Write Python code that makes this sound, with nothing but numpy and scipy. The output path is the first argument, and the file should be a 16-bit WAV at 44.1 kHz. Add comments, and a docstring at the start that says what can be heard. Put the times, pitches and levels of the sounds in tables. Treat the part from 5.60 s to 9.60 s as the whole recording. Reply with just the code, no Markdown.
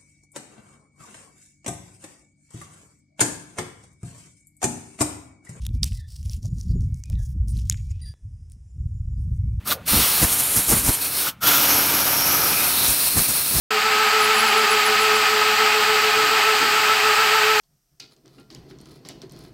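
"""Fingers crack and peel the dry shell of a pod hanging on a tree, close to the microphone. From the start wind
buffets the microphone, and birds call far off over a faint hiss of leaves. At 0.23 s a loud split rings the
brittle shell's modes; small snaps, rubbing flakes and thuds follow. The loudest snap comes at 2.1 s, then a
shrill squeak; a soft pop follows at 2.5 s. After that the shell gives only a few faint ticks and rubs, while
thuds, gusts and birds go on."""
import sys
import numpy as np
from scipy import signal
from scipy.fft import rfft, irfft, next_fast_len
from scipy.io import wavfile
from scipy.ndimage import uniform_filter1d, map_coordinates

SR = 44100
rng = np.random.default_rng(int(sys.argv[2]) if len(sys.argv) > 2 else 0)


def master(y):
    """Save y as 16-bit WAV."""
    cut = np.clip(np.atleast_2d(y).T, -1, 1)
    pcm = np.round(cut * 32767)  # scale
    wavfile.write(sys.argv[1], SR, pcm.astype(np.int16))


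N = 176400

# breaks (time [s], peak of the ring [dB], pitch [Hz], splinter noise relative to the ring [dB])
FRACTURES = [(0.0521, -33.5, 3700, -0.5), (0.0654, -26.5, 3500, 3.5), (0.0665, -29, 7150, -12.5),
             (.0904, -41, 3680, -11.5), (0.2387, -31, 4800, 11.5), (0.242, -21.5, 5900, 8.5),
             (0.3212, -35.5, 2870, -25), (0.6291, -40, 6050, -1), (0.6964, -25.5, 5630, -13.5),
             (0.733, -28, 5600, -22), (0.7665, -39.5, 7450, -4), (0.829, -35, 5920, -31),
             (0.8565, -29.5, 6260, -14), (.9842, -37.5, 6040, -14), (1.0113, -27, 5920, -23),
             (1.2073, -40.5, 5770, -5), (1.3434, -39.5, 6620, -2), (1.4373, -26.5, 6000, -7),
             (1.4568, -43, 7600, 1), (1.4998, -41, 5250, 8.5), (1.529, -41.5, 2570, -5),
             (1.5543, -42, 3700, -14), (1.9701, -36.5, 4200, -3.5), (1.9767, -36.5, 7470, 0.5),
             (1.9899, -40, 3820, -2), (2.098, -1.5, 6900, -12.5), (2.112, -25.5, 3300, -8),
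             (2.1233, -25.5, 3730, -2.5), (2.1268, -32, 7600, 7), (2.1434, -32.5, 2250, -16.5),
             (2.174, -40, 4850, -11.5), (2.8993, -47.5, 8900, -3.5), (2.9198, -39, 8970, -5)]
# stages of the first loud break, running across the pod (columns as above, then left minus right [dB])
SPLIT_STAGES = [(.2305, -15.5, 5250, -4, -16), (.2321, -4.5, 4854, -22.5, 0),
                (.2326, -13.5, 4720, -22, -9.5)]
# modes of a piece of shell (frequency [x pitch], level [dB], decay time [x ring time])
SHELL_MODES = [(.5, -26, 0.81), (.8, -1, 1.9), (1, 8.5, 1.4), (1.07, -2.5, 0.97), (1.261, -3.5, 1.6),
               (1.421, -9.5, 0.65), (1.73, -5, 1), (2.06, -8.5, 0.87)]
# splinter spectrum (frequency [Hz], density [dB])
SPLINTER_SPECTRUM = [(200, -18.5), (600, -1), (1100, -15.5), (2200, -4), (3600, -4.5), (7000, 2.5),
                     (10000, 5), (15500, -13.5)]
def snaps(ring_t60_s=0.003, splinter_t60_s=0.0044, rise_s=0.00033):
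    """Brittle fracture: each break sets off damped modes of the shell and a burst of splinter noise."""
    out, t = np.zeros((2, N)), np.arange(1024) / SR
    highpass = signal.butter(2, 1300, "high", fs=SR, output="sos")
    centred = [(*row, 0) for row in FRACTURES]
    for start, db, hz, splinter_db, pan_db in centred + list(SPLIT_STAGES):
        ring = sum(amp(level - 60 * t / (ring_t60_s * share)) * np.sin(2 * np.pi * hz * ratio * t)
                   for ratio, level, share in SHELL_MODES if hz * ratio < SR / 2)
        ring *= 1 - np.exp(-(t / rise_s) ** 2)
        burst = colour(rng.standard_normal(len(t)), SPLINTER_SPECTRUM)
        burst *= amp(-60 * t / splinter_t60_s) * (1 - np.exp(-t / rise_s))
        ring, burst = signal.sosfilt(highpass, [ring, burst])
        ring /= abs(ring).max()
        snap = amp(db) * (ring + amp(splinter_db) * unit(burst) * ring.std())
        right = snap * 2 / (1 + amp(pan_db))
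        add(out[0], start, right * amp(pan_db))
        add(out[1], start, right)
    return out


# finger strokes (time [s], duration [s], level [dB], low cutoff [Hz], tilt [dB/octave])
STROKES = [(0, 0.044, -55, 3170, -3.5), (0.052, 1.7, -75, 3500, 2.5), (0.136, 0.025, -61, 3420, -1),
           (0.228, 0.048, -45, 2603, -1), (0.264, 0.14, -53.5, 3200, 0.5), (0.472, 0.135, -54.5, 3000, 0.5),
           (0.615, 0.16, -56.5, 2820, 0.5), (0.706, 0.039, -51, 2640, 2.5), (0.823, 0.049, -56, 4600, -2),
           (0.884, 0.19, -69.5, 4840, -6.5), (0.958, 0.081, -58, 4200, -4), (1.047, .095, -62.5, 3800, -3),
           (1.208, 0.038, -63.5, 5460, -5), (1.341, 0.066, -65, 5200, -3), (1.438, 0.12, -64.5, 3500, -5),
           (1.582, 0.081, -56.5, 5200, 0.5), (1.67, 0.053, -63, 5200, -0.5), (1.877, 0.045, -54, 4400, 0),
           (1.935, 0.087, -55, 3304, -2), (2.047, 0.045, -59.5, 3494, -1.5),
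           (2.099, 0.018, -54.5, 1800, -1), (2.124, 0.078, -63.5, 2150, -8), (2.194, .1, -67.5, 3240, -2),
           (2.301, 0.012, -59.5, 2160, -1), (2.332, 0.1, -68.5, 3000, -7.5),
           (2.422, 0.095, -65, 2903, -1.5), (2.907, 0.033, -69.5, 5030, -2.5),
           (3.578, 0.058, -70.5, 5340, -4), (3.733, 0.037, -70.5, 6000, -2)]
# spectrum of rubbed shell (frequency [Hz], density [dB])
RUB_SPECTRUM = [(1000, -1), (2500, -2), (4000, -6.5), (5400, 1.5), (7000, -5.5), (8200, -5), (9800, -1.5),
                (11500, -14.5), (14500, -7.5), (16000, -21)]
def rubs(grains_per_s=1200, crackles_per_s=110, overlap_s=0.014):
    """Shot noise: tiny fractures and stray crackles join the hiss of dry friction under each stroke."""
    out = np.zeros(N)
    for start, length, db, low_hz, tilt_db in STROKES:
        length += 2 * overlap_s
        t = np.arange(0, length, 1 / SR)
        chance = rng.random(N)[:len(t)]
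        size = rng.exponential(1, N)[:len(t)]
        hiss = rng.standard_normal(N)[:len(t)]
        grains = (chance < grains_per_s / SR) * amp(-0.5 * np.minimum(size, 4)) * np.sign(hiss)
        crackles = (chance > 1 - crackles_per_s / SR) * amp(20) * np.minimum(size, 2)
        judder = amp(2.5 * wander(t, 120))

        def stroke_filter(hz):
            """A leaky high-pass with a tilted, uneven passband."""
            highpass = amp(-18) + 1 / np.sqrt(1 + (low_hz / hz) ** 12)
            octaves = np.log2(np.maximum(hz / low_hz, 1))
            return highpass * amp(tilt_db * octaves + 2 * wander(hz, .0008))

        rub = colour((unit(grains) + 0.5 * hiss + crackles) * judder, RUB_SPECTRUM, stroke_filter)
        swell = np.sin(np.pi * t / length) ** 0.7
        add(out, start - overlap_s / 2, amp(db) * unit(rub * swell))
    return out


# a nail catches and the shell sings in a narrow band (time [s], duration [s], level [dB], pitch [Hz])
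NAIL_SCRAPES = [(.52, .065, -68, 4920), (1.07, .075, -62.5, 4650), (1.88, .052, -52, 9120),
                (2.298, .024, -56, 6900)]
# loose shell knocks dully on the fingers (time [s], duration [s], level [dB], pitch [Hz])
SHELL_KNOCKS = [(.668, 0.044, -69, 583), (.83, 0.05, -58.5, 602), (1.49, 0.031, -61.5, 580),
                (1.592, 0.023, -65, 664)]
def scuffs(slips, width_oct, skirt_db):
    """Forced resonance: short, juddering slips drive one band, at skirt_db two widths off centre."""
    out = np.zeros(N)
    for start, length, db, hz in slips:
        t = np.arange(0, length, 1 / SR)
        friction = rng.standard_normal(SR)[:len(t)] * amp(2.5 * wander(t, 200))
        band = [(hz * 2 ** (k * width_oct), skirt_db * (abs(k) / 2) ** .8) for k in range(-8, 9)]
        add(out, start, amp(db) * unit(colour(friction, band) * np.sin(np.pi * t / length)))
    return out


# overlapping notes (time [s], duration [s], first pitch [Hz], last pitch [Hz],
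# relative level [dB], second harmonic [dB], waver [x pitch])
SQUEAK_NOTES = [(2.413, .045, 4750, 4770, -51, 2, .004), (2.45, .09, 4770, 4740, -53, -7, .005),
                (2.44, .045, 4800, 4400, -55, -3, .012)]
def squeak(gain_db=2.5):
    """Random modulation: fast jitter in pitch and level roughens shrill notes of three harmonics."""
    out = np.zeros(N)
    for start, length, first_hz, last_hz, db, octave_db, waver in SQUEAK_NOTES:
        t = np.arange(0, length, 1 / SR)
        hz = np.linspace(first_hz, last_hz, len(t)) * (1 + waver * wander(t, 700))
        phase = 2 * np.pi * np.cumsum(hz) / SR
        tone = np.sin(phase) + amp(octave_db) * np.sin(2 * phase) + amp(-24) * np.sin(3 * phase)
        rough = unit(tone * amp(3.1 * wander(t, 206)))
        add(out, start, amp(gain_db + db) * rough * fade(t, 0.0033, 0.054))
    return out


def pop(start_s=2.5395, decay_s=0.00069):
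    """A critically damped pulse: one soft pop at 2.54 s."""
    out, age = np.zeros(N), np.arange(1024) / SR / decay_s
    add(out, start_s, amp(-42) * (1 - age) * np.exp(-age))
    return out


# fingers bump the pod and the microphone's body (time of peak [s], peak level [dB], pitch [Hz])
FINGER_BUMPS = [(0.148, -13, 83), (0.668, -20, 80.6), (.748, -18, 71.4), (.858, -16.5, 103),
                (.935, -17, 128), (1.108, -13.5, 98.7), (1.144, -13, 115), (1.81, -13, 70),
                (2.315, -19.5, 79), (3.26, -23, 118.2), (3.842, -21, 120.7)]
def bumps(sigma_cycles=0.6):
    """Soft impact: a slow contact holds only low frequencies, here a tone under a Gaussian window."""
    out, t = np.zeros(N), np.arange(-2048, 2048) / SR
    for peak_s, db, hz in FINGER_BUMPS:
        window = np.exp(-.5 * (t * hz / sigma_cycles) ** 2)
        add(out, peak_s + t[0], amp(db) * np.cos(2 * np.pi * hz * t) * window)
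    return out


# gusts (time [s], rumble level [dB], relative flutter level [dB])
GUSTS = [(0, -29, -64.5), (.15, -27.5, -48), (0.299, -24, -51), (0.498, -42, -83), (0.657, -30.5, -49.5),
         (.8, -36, -54), (0.933, -27.5, -43.5), (1.019, -31.5, -54), (1.117, -20.5, -34),
         (1.311, -23.5, -49), (1.451, -41.5, -67.5), (1.529, -20, -45), (1.688, -29, -59.5),
         (1.927, -22.5, -43.5), (2.309, -31, -62), (2.508, -34.5, -66.5), (2.58, -64.5, -88),
         (2.648, -34.5, -60), (2.799, -40.5, -68), (3.11, -45.5, -72.5), (3.199, -27.5, -50),
         (3.33, -29.5, -60), (3.701, -24, -52.5), (4, -23.5, -48)]
# spectra of the deep rumble and the flutter above it (frequency [Hz], density [dB])
RUMBLE_SPECTRUM = [(10, -28), (25, -19), (40, -1), (55, 2), (85, 1.5), (125, -5.5), (170, -19.5),
                   (240, -39.5), (400, -76.5)]
FLUTTER_SPECTRUM = [(60, -14), (130, 2), (185, 7), (260, -6.5), (350, -16.5), (500, -29), (800, -55),
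                    (1500, -60.5), (4000, -75)]
def wind(flutter_gain_db=7):
    """Turbulence: eddies at the microphone make a rumble and a lumpy flutter that follow the gusts."""
    t = np.arange(N) / SR
    times, rumble_db, flutter_db = np.transpose(GUSTS)
    rumble = colour(rng.standard_normal(N), RUMBLE_SPECTRUM)
    rumble /= np.sqrt(uniform_filter1d(rumble ** 2, size=4000))  # steadied, so the gusts set its level
    rumble *= amp(np.interp(t, times, rumble_db))
    flutter = unit(colour(rng.standard_normal(N), FLUTTER_SPECTRUM) * amp(5 * wander(t, 45)))
    return rumble + flutter * amp(flutter_gain_db + np.interp(t, times, flutter_db))


def whistle(t, hz, octave_db, waver):
    """Random modulation: a bird's tone and its octave waver in pitch and flicker in level."""
    phase = 2 * np.pi * np.cumsum(hz * (1 + waver * wander(t, 250))) / SR
    tone = np.sin(phase) + amp(octave_db) * np.sin(2 * phase)
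    return unit(tone * amp(4.5 * wander(t, 71))) * fade(t, .015, 0.067)


# one bird's calls (time [s], pitch [Hz], relative level [dB])
CALLS = [(0.071, 2356, -57), (1.261, 2238, -60.5), (2.13, 2302, -59), (3.7, 2178, -67.5)]
# the call's two notes (time into the call [s], frequency [x pitch], relative level [dB])
RISING_CONTOUR = [(0, 1, -16), (.05, .99, -13.5), (.15, 1.01, -13), (.2, 1.09, -1.5), (.26, 1.17, -18.5)]
FALLING_CONTOUR = [(.25, 0.81, -14.5), (.3, 0.87, -6), (.33, 0.74, -0.5), (.37, .74, -6.5), (.42, 1, -41.5)]
# other birds (time [s], duration [s], first and last pitch [Hz], relative level [dB], waver [x pitch])
HIGH_WHISTLES = [(.75, .55, 6980, 6880, -70, .004), (2.68, .25, 4980, 5150, -81, .02),
                 (3.04, .55, 7200, 7060, -78, .004), (3.545, .075, 4750, 5550, -74, .012)]
def birds():
    """Frequency glides: one bird repeats a two-note call; others add thin, high whistles."""
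    out = np.zeros(N)
    for start, hz, db in CALLS:
        for contour, octave_db, waver in ((RISING_CONTOUR, -23.5, 0.021), (FALLING_CONTOUR, -0.5, 0.018)):
            times, bend, level = np.transpose(contour)
            onset = times[0]
            t = np.arange(0, times[-1] - onset, 1 / SR)
            note = whistle(t, hz * np.interp(t + onset, times, bend), octave_db, waver)
            add(out, start + onset, amp(db + np.interp(t + onset, times, level)) * note)
    for start, length, first_hz, last_hz, db, waver in HIGH_WHISTLES:
        t = np.arange(0, length, 1 / SR)
        glide = np.linspace(first_hz, last_hz, len(t))
        add(out, start, amp(db) * whistle(t, glide, octave_db=-36, waver=waver))
    return out


# spectrum of distant leaves (frequency [Hz], density [dB])
LEAF_SPECTRUM = [(200, 14), (600, 0), (1200, -7.5), (2500, -7), (4400, -15.5), (5200, 1.5), (7000, -2),
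                 (9700, -2), (11500, -16), (15500, -29.5)]
def leaves():
    """Incoherent sum: many distant leaves merge into a steady hiss."""
    return amp(-70.5) * colour(rng.standard_normal(N), LEAF_SPECTRUM)


def grove(x, t60_s, echoes_per_s=3000):
    """Scattering: trunks and leaves return sparse echoes that decay exponentially."""
    t = np.arange(SR // 2) / SR
    echoes = rng.standard_normal(len(t)) * (rng.random(len(t)) < echoes_per_s / SR)
    echoes *= amp(-60 * t / t60_s) * (t > .003)
    return signal.fftconvolve(x, echoes / np.linalg.norm(echoes))[:N]


def amp(db):
    """Decibels to gain."""
    return 10 ** (np.asarray(db) / 20)


def unit(x):
    """Normalisation to rms 1."""
    return x / np.sqrt(np.mean(x ** 2) + 1e-20)


def add(mix, start_s, sound):
    """Superposition of a sound on the mix."""
    part = mix[max(round(start_s * SR), 0):][:len(sound)]
    part += sound[:len(part)]


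def colour(x, points, shape=lambda hz: 1):
    """Spectral shaping by (frequency [Hz], level [dB]) points and an optional gain curve; rms 1."""
    size = next_fast_len(len(x) + 512)
    hz = np.fft.rfftfreq(size, 1 / SR) + 1
    point_hz, db = np.transpose(points)
    gain = amp(np.interp(np.log(hz), np.log(point_hz), db)) * shape(hz)
    return unit(irfft(rfft(x, size) * gain, size)[:len(x)])


def wander(t, rate):
    """Smooth random curve of about unit size."""
    return map_coordinates(rng.standard_normal(4096), [t * rate], order=3, mode="wrap")


def fade(t, attack_s, release_s):
    """Envelope with a quarter-sine rise and fall."""
    rise = np.sin(np.pi / 2 * np.minimum(t / attack_s, 1))
    return rise * np.sin(np.pi / 2 * np.minimum((t[-1] - t) / release_s, 1))


def scene():
    """Superposition of shell, hand, birds, leaves and wind; only the first split leaves the centre."""
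    shell = snaps() + rubs() + scuffs(NAIL_SCRAPES, width_oct=0.17, skirt_db=-22)
    calls = birds()
    hand = bumps() + scuffs(SHELL_KNOCKS, width_oct=0.42, skirt_db=-20)
    far = amp(-7.5) * calls + amp(-1) * grove(calls, t60_s=.3) + leaves()
    shell_echo = amp(-24.5) * grove(shell.mean(0), t60_s=0.51)
    return shell + shell_echo + hand + squeak() + pop() + far + wind()


def record(dry, cutoff_hz=16100):
    """Band limiting: the ends are faded and a linear-phase low-pass removes the highest treble."""
    faded = dry * fade(np.arange(N) / SR, .008, .008)
    padded = np.pad(faded, ((0, 0), (127, 127)), mode="edge")
    lowpass = signal.firwin(255, cutoff_hz, window=("kaiser", 8), fs=SR)
    return signal.oaconvolve(padded, lowpass[None], "valid")


dry = scene()
out = record(dry)
master(out)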